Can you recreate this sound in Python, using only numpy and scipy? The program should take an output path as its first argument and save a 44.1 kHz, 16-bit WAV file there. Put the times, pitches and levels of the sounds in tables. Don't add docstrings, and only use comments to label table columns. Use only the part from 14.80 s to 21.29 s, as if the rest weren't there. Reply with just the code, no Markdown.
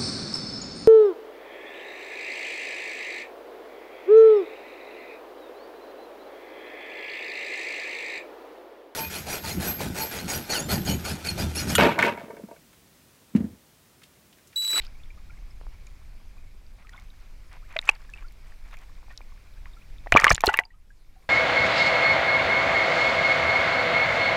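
import sys
import numpy as np
from scipy import signal
from scipy.io import wavfile
from scipy.ndimage import uniform_filter1d

SR = 44100
rng = np.random.default_rng(int(sys.argv[2]) if len(sys.argv) > 2 else 0)


def store_pcm(level_fs):
    pcm = np.round(np.clip(level_fs, -1, 1) * 32767).astype(np.int16)
    wavfile.write(sys.argv[1], SR, np.atleast_2d(pcm).T)


def gain_from_db(level_db):
    decades = np.asarray(level_db, float) / 20
    return 10 ** decades


N = 286209


def evened(x):
    return x / np.sqrt(np.mean(x ** 2) + 1e-20)


def add(mix, s, sound):
    part = mix[round(s * SR):][:len(sound)]
    part += sound[:len(part)]


def band(x, low_hz, high_hz):
    sos = signal.butter(2, [low_hz, min(high_hz, .45 * SR)], "band", fs=SR, output="sos")
    return signal.sosfilt(sos, x)


def noise(spectrum, size, patchy_db):
    hz = np.fft.rfftfreq(size, 1 / SR)
    real, imaginary, patches = rng.standard_normal((4 * N // size + 5, len(hz), 3)).T
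    patches = uniform_filter1d(patches, size // 64, 0)
    patches = evened(uniform_filter1d(patches, 8, 1))
    table_hz, table_db = np.transpose(spectrum)
    colour_db = np.interp(np.log(hz + 1), np.log(table_hz + 1), table_db, left=-90)
    spectra = (real + 1j * imaginary) * gain_from_db(colour_db[:, None] + patchy_db * patches)
    return evened(signal.istft(spectra, nperseg=size, noverlap=3 * size // 4)[1][:N])


def grainy(low_hz, high_hz):
    flicker_db, flicker_s = 4, .008
    flicker = evened(uniform_filter1d(rng.standard_normal(N), round(flicker_s * SR)))
    white = rng.standard_normal(N) * gain_from_db(flicker_db * flicker)
    once = band(white, low_hz, high_hz)
    return evened(band(once, low_hz, high_hz))


def swells(rows):
    out = np.zeros(N)
    for s, db, length_s in rows:
        add(out, s, gain_from_db(db) * signal.windows.tukey(round(length_s * SR), .7))
    return out


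def births(per_s, spread_db):
    sizes = gain_from_db(spread_db * np.minimum(rng.exponential(1, N), 4))
    return sizes * (rng.random(N) < per_s / SR)


def ring(hz, t60, rise, attack):
    t = np.arange(round(1.5 * t60 * SR)) / SR
    envelope = (1 - np.exp(-t / attack)) * gain_from_db(-60 * t / t60)
    return envelope * np.sin(2 * np.pi * hz * t * (1 + rise * t / (2 * t60)))


# pitch in Hz, relative strength at that pitch in dB per Hz.
HISS_COLOUR = [(100, 3.5), (700, -5), (2000, -11), (6000, -14.5), (14800, -19.5), (15600, -31.5)]


def self_noise():
    return gain_from_db(-67) * noise(HISS_COLOUR, size=1024, patchy_db=2.5)


# time in seconds, wind rumble in dB, wash of ripples in dB.
SEA_LEVELS = [(0, -39, -65.5), (.7, -39, -67), (1.2, -40, -66.5), (1.8, -42, -70), (2.5, -42.5, -67),
              (4.6, -42, -66.5), (5.25, -38, -66), (5.6, -32.5, -62), (5.9, -45, -77), (6.49, -48, -72.5)]


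def sea_levels():
    s, rumble_db, wash_db = np.transpose(SEA_LEVELS)
    t = np.arange(N) / SR
    return gain_from_db(np.interp(t, s, rumble_db)), gain_from_db(np.interp(t, s, wash_db))


# pitch in Hz, relative strength at that pitch in dB per Hz.
RUMBLE_COLOUR = [(5.9, -31), (10, 0.5), (22, 4), (44, -6.5), (108, -21.5), (400, -41), (520, -73.5),
                 (880, -120)]


def wind(level):
    return level * noise(RUMBLE_COLOUR, size=4096, patchy_db=.5)


# pitch in Hz, relative strength at that pitch in dB per Hz.
WASH_COLOUR = [(150, -18), (500, 0.5), (1000, -2), (1900, -3.5), (2300, 1.5), (2850, -7.5), (5000, -7),
               (9000, -19.5)]


def smooth_wash():
    return gain_from_db(3.5) * noise(WASH_COLOUR, size=512, patchy_db=1.3)


# start in seconds, level in dB, length in seconds.
SLIDING_WATER = [(0, -60, .084), (.91, -65, .05), (1.965, -61, .085), (2.09, -59.5, 0.19),
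                 (2.352, -66, 0.17), (2.691, -55, .1), (2.873, -51, .1), (2.988, -51.5, 0.16),
                 (3.071, -41.5, 0.02), (3.117, -51.5, 0.057), (3.175, -61, .1), (3.326, -57.5, .13),
                 (3.6, -64, 0.17), (3.83, -57.5, 0.08), (3.899, -52.5, 0.065), (3.958, -56, 0.098),
                 (4.297, -52, 0.032), (5.316, -32, .27), (5.545, -41, .24), (5.64, -42, .2),
                 (5.731, -26.5, .014)]


def swish_level():
    return swells(SLIDING_WATER)


# start in seconds, level in dB, length in seconds.
SURGING_WATER = [(5.33, -21, .06), (5.42, -26, .06), (5.499, -17, .061)]


def surges():
    return swells(SURGING_WATER) * grainy(35, 178)


# start in seconds, level in dB, length in seconds.
FOAM_PATCH = [(0, -54.5, .08)]


def fizz():
    return swells(FOAM_PATCH) * grainy(1900, 4800)


def tiny_bubbles(swish):
    port_hz, swarm_per_s, specks_per_s = 2300, 200, 350
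    swarm, specks = np.zeros((2, N))
    kinds = rng.random((30, 3))
    for place, cycles, rise in kinds:
        hz = port_hz * 2.6 ** (2 * place - 1) ** 5
        bubble = ring(hz, (10 + 30 * cycles ** 3) / hz, .6 * rise, 0.00048)
        swarm_births = births(swarm_per_s / len(kinds), spread_db=3)
        speck_births = swish * births(specks_per_s / len(kinds), spread_db=4)
        swarm += signal.oaconvolve(swarm_births, bubble)[:N]
        specks += signal.oaconvolve(speck_births, bubble)[:N]
    return gain_from_db(-4) * evened(swarm), specks


def ripples(level, swish):
    swarm, specks = tiny_bubbles(swish)
    moving = swish * grainy(547, 2800) + surges() + fizz()
    return moving + specks + level * (smooth_wash() + swarm)


# start in seconds, level in dB, starting pitch in Hz.
SHOVES = [(5.326, -13, 43.3), (5.349, 1.5, 288), (5.52, -5, 39.7), (5.676, -9, 60)]


def thumps():
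    out = np.zeros(N)
    for s, db, hz in SHOVES:
        add(out, s, gain_from_db(db) * ring(hz, 3.5 / hz, -0.44, 0.00095))
    return out


# start in seconds, level in dB, treble band against body band in dB before their own gains.
PORT_SNAPS = [(1.0688, -47.5, -20), (2.094, -46, -19), (3.0142, -40, -21), (3.091, -28.5, -12),
              (3.0948, -21.5, -18.5), (3.085, -42, -4), (3.2991, -50, -23), (3.3365, -49, -16),
              (3.522, -53.5, 3), (3.969, -50.5, -3.5), (5.3208, -28.5, -5), (5.3346, -39, -2),
              (5.365, -32.5, -17.5), (5.3726, -22, -5.5), (5.399, -15, -20.5), (5.4075, -31.5, -33.5),
              (5.4381, -36.5, -8.5), (5.4437, -13.5, -6), (5.4502, -16.5, -33), (5.4654, -27.5, -31),
              (5.4924, -27, -22), (5.4967, -17.5, -18), (5.5036, -15, -7.5), (5.5192, -13, -11),
              (5.5237, -21, -3), (5.5302, -21, -33), (5.5483, -13, -31), (5.5525, -25.5, -27.5),
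              (5.5629, -25.5, -15), (5.6066, -18.5, -2.5), (5.617, -29, -4), (5.644, -28, 0),
              (5.6514, -32, -12), (5.6588, -13.5, -1), (5.6666, -10, -8), (5.6793, -20.5, -19),
              (5.6959, -27, -34), (5.7008, -34, -8.5), (5.77, -36, 8), (5.7721, -27, 2.5),
              (5.7956, -29.5, -2)]


def ticks(swish):
    dull = gain_from_db(-5) * swish * births(per_s=90, spread_db=3.5)
    sharp = dull * gain_from_db(-12 + 6 * rng.standard_normal(N))
    for s, db, bright_db in PORT_SNAPS:
        add(dull, s, gain_from_db(np.array([db])))
        add(sharp, s, gain_from_db(np.array([db + bright_db])))
    t = np.arange(600) / SR
    shape = gain_from_db(-60 * t / .006) * (1 - np.exp(-t / .0006)) ** 2
    envelopes = signal.oaconvolve([dull, sharp], shape[None], axes=1)[:, :N]
    body, treble = rng.standard_normal((2, N)) * envelopes
    treble = band(band(treble, 10000, 17000), 8000, 15500)
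    return gain_from_db(17.5) * band(body, 3000, 7600) + gain_from_db(14.0) * treble


# start in seconds, level in dB, starting pitch in Hz, time to fade by 60 dB in seconds.
AIR_POPS = [(.0666, -34, 4930, 0.008), (.1514, -47.5, 2260, .037), (.201, -48.5, 2470, .025),
            (.2354, -41.5, 3450, .011), (.3037, -39.5, 2330, 0.031), (.3751, -47.5, 1210, .046),
            (.497, -45, 1390, .05), (0.5053, -41.5, 2290, .021), (.575, -48, 2150, .03),
            (.7079, -49, 5160, .02), (.813, -27.5, 665, 0.0025), (.836, -38, 600, .003),
            (.8672, -32, 960, 0.0045), (1.0684, -40.5, 6700, .0053), (1.072, -42.5, 2350, .021),
            (1.58, -49, 2430, .037), (1.866, -47.5, 4700, .0089), (2.0474, -47, 1250, .054),
            (2.0704, -36.5, 2280, .006), (2.0924, -36.5, 1870, 0.016), (2.134, -40, 3300, .01),
            (2.163, -45, 3550, .021), (2.137, -40, 1450, .046), (2.145, -40, 1050, .032),
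            (2.177, -37, 2120, 0.029), (2.3029, -43.5, 3760, .013), (2.9613, -20.5, 635, 0.048),
            (2.9663, -8, 2300, 0.005), (2.965, -14, 2000, .017), (2.9908, -13.5, 2160, 0.0034),
            (2.9895, -10, 3720, .009), (3.0264, -31, 2130, .013), (3.0765, -31, 7260, 0.0075),
            (3.091, -7.5, 1014, 0.0088), (3.0906, 3.5, 2517, .016), (3.114, -37, 2770, .037),
            (3.1528, -39, 4480, .008), (3.2923, -43, 1690, .045), (3.337, -28.5, 2560, .03),
            (3.3745, -35.5, 2750, 0.0069), (3.484, -42, 4450, 0.0082), (3.7219, -39, 1790, 0.0088),
            (3.382, -42, 2340, .045), (3.9705, -37.5, 2330, .013), (3.9294, -37, 1110, .023),
            (4.2296, -38, 890, .0056), (4.2825, -38, 890, .0072), (4.3091, -40, 1820, 0.053),
            (4.376, -22, 5270, 0.0027), (4.378, -31.5, 3920, 0.0086), (4.4067, -31.5, 900, 0.0047),
            (4.4147, -38, 2325, .017), (4.8573, -29, 1940, 0.0053), (4.9346, -45.5, 3680, .022),
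            (4.968, -46.5, 1340, 0.056), (5.1835, -41, 3580, .011), (5.262, -29, 900, 0.0091),
            (5.269, -23, 700, .012), (5.272, -26.5, 1870, 0.0096), (5.323, 9, 1860, 0.0036),
            (5.324, -10.5, 1210, .018), (5.323, -12.5, 702, .035), (5.3246, -3.5, 2340, .019),
            (5.341, -6.5, 2760, 0.0085), (5.3511, 5, 666, .0073), (5.361, 8, 1160, 0.035),
            (5.3607, -7, 927, .059), (5.366, -12, 5900, .008), (5.371, 11, 2316, .017),
            (5.38, 2, 1720, .0064), (5.3829, -4, 1810, .018), (5.3922, 1, 2000, .01),
            (5.397, -2.5, 1890, .019), (5.4002, -5, 1250, 0.016), (5.42, -4, 2300, 0.011),
            (5.422, -.5, 1240, .0044), (5.436, -1, 1200, .022), (5.4433, 4, 5500, 0.0065),
            (5.4433, 18.5, 1980, 0.0051), (5.4478, 6.5, 1610, 0.011), (5.4497, 4.5, 2120, .008),
            (5.4588, -3, 1114, .02), (5.4671, 10.5, 1171, .02), (5.468, 5, 1780, 0.007),
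            (5.479, -3.5, 1116, .025), (5.4792, 0, 2098, .041), (5.4799, 5, 2870, .008),
            (5.4932, 3, 2090, .008), (5.4971, -3.5, 5495, .0062), (5.5037, 6.5, 5640, 0.0044),
            (5.506, 9.5, 1226, 0.012), (5.512, 8.5, 1760, .015), (5.5126, 2.5, 2340, 0.024),
            (5.514, 3.5, 670, 0.018), (5.5235, -7.5, 4330, .01), (5.5284, -7, 6400, 0.0069),
            (5.5465, -3, 7030, .009), (5.5558, -0.5, 3700, 0.0022), (5.5798, -2.5, 1730, 0.0047),
            (5.606, -13.5, 2340, 0.016), (5.6377, 11, 990, 0.0083), (5.6405, -4.5, 715, 0.045),
            (5.6693, 3.5, 4150, .011), (5.675, -5, 2830, 0.0092), (5.6764, 0, 394, .031),
            (5.688, 0, 1443, .037), (5.6933, -2, 813, .022), (5.69, -11, 2800, .021),
            (5.7, -22.5, 1950, .08), (5.7175, -23, 810, .059), (5.739, -6, 1145, 0.028),
            (5.7409, -2, 2710, 0.014), (5.7425, -1.5, 1705, .013), (5.765, -14, 2150, .0094),
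            (5.7738, -9, 2220, 0.017), (5.7893, 10, 2066, 0.0061), (5.799, -15, 737, 0.022),
            (5.79, -8, 1100, .015), (5.8076, -33, 720, .086), (5.8098, -25, 1534, .014),
            (5.8364, -31.5, 2230, .02), (5.8365, -29, 2760, .0086), (5.825, -39, 905, .15),
            (5.8524, -29.5, 4720, 0.02), (5.9048, -41.5, 1894, 0.042), (5.9363, -52, 1246, 0.095),
            (6.1039, -42.5, 1617, 0.042), (6.3611, -52.5, 749, .1)]
# start in seconds, level in dB,
# starting pitch in Hz, time to fade by 60 dB in seconds, rise in pitch over that time as a share.
RISING_BUBBLES = [(0.068, -39, 1320, 0.052, 0.8), (0.53, -41, 1500, 0.046, 0.46),
                  (1.275, -50, 1400, 0.06, 1.2), (2.152, -38, 880, 0.06, 2.3), (2.174, -41, 1036, 0.07, 1),
                  (2.7645, -35, 916, 0.029, 0.31), (2.82, -39.5, 950, 0.13, 3.5),
                  (3.0905, -22.5, 2065, 0.048, 0.36), (3.4422, -31, 1330, 0.046, 0.23),
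                  (4.324, -44, 1790, 0.05, 0.53), (4.3275, -40, 1327, 0.043, 0.56),
                  (4.766, -41, 1450.0, 0.058, 0.71), (4.86, -32, 850, 0.039, 1.46),
                  (5.0148, -34, 2280, 0.028, 0.5)]


def pops_and_chirps():
    pops = np.zeros(N)
    for s, db, hz, t60 in AIR_POPS:
        add(pops, s, gain_from_db(db) * ring(hz, t60, .06, .026 * t60))
    for s, db, hz, t60, rise in RISING_BUBBLES:
        add(pops, s, gain_from_db(db) * ring(hz, t60, rise, 0.35 * t60))
    return band(pops, 260, SR / 2)


def froth_of(pops):
    fade = gain_from_db(-60 / (.022 * SR))
    stir = signal.lfilter([1], [1, -fade], abs(pops) ** 1.35) / (0.012 * SR)
    foam = rng.standard_normal(N)
    for _ in range(3):
        foam = band(foam, 350, 3300)
    return gain_from_db(4.0) * stir * evened(foam)


# pitch in Hz, relative level in dB, time to fade by 60 dB in seconds.
AIR_POCKET = [(896, -24, 0.13), (2000, -18.5, 0.038), (2800, -25.5, 0.041)]


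def air_pocket(sound):
    submerged_s = 5.63
    pocket = sum(gain_from_db(db) * ring(hz, t60, 0, 0.00016)[:2500] for hz, db, t60 in AIR_POCKET) / 15
    filled = np.clip((np.arange(N) / SR - submerged_s) * 20 + 1, .25, 1)
    wobble = 1 + .7 * evened(uniform_filter1d(rng.standard_normal(N), 160))
    return wobble * signal.oaconvolve(sound * filled, pocket)[:N]


def bubbles():
    pops = pops_and_chirps()
    froth = froth_of(pops)
    return pops + froth + air_pocket(pops + 2 * froth)


def scene():
    rumble_level, wash_level = sea_levels()
    swish = swish_level()
    water = ripples(wash_level, swish) + thumps() + ticks(swish) + bubbles()
    return (wind(rumble_level) + water)[None]


def gain_control(loud):
    keep = np.exp(-1 / (.12 * SR))
    power = signal.lfilter([1 - keep], [1, -keep], loud[0] ** 2)
    power_db = 10 * np.log10(power + 1e-12)
    fall_db = np.arange(N) * 18. 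/ SR
    held_db = np.maximum.accumulate(power_db + fall_db) - fall_db
    over_db = np.maximum(held_db + 23, 0)
    return loud / gain_from_db(0.62 * uniform_filter1d(over_db, 1500))


def overload(loud):
    full_scale = .9
    return loud / (1 + abs(loud / full_scale) ** 6) ** (1 / 6)


def roll_off(x):
    return signal.sosfilt(signal.butter(12, 16660, fs=SR, output="sos"), x)


def record(dry):
    loud = overload(gain_control(dry + self_noise()))
    treble_cut = signal.butter(10, 15800, fs=SR, output="sos")
    return roll_off(signal.sosfilt(treble_cut, loud))


dry = scene()
out = record(dry)
store_pcm(out)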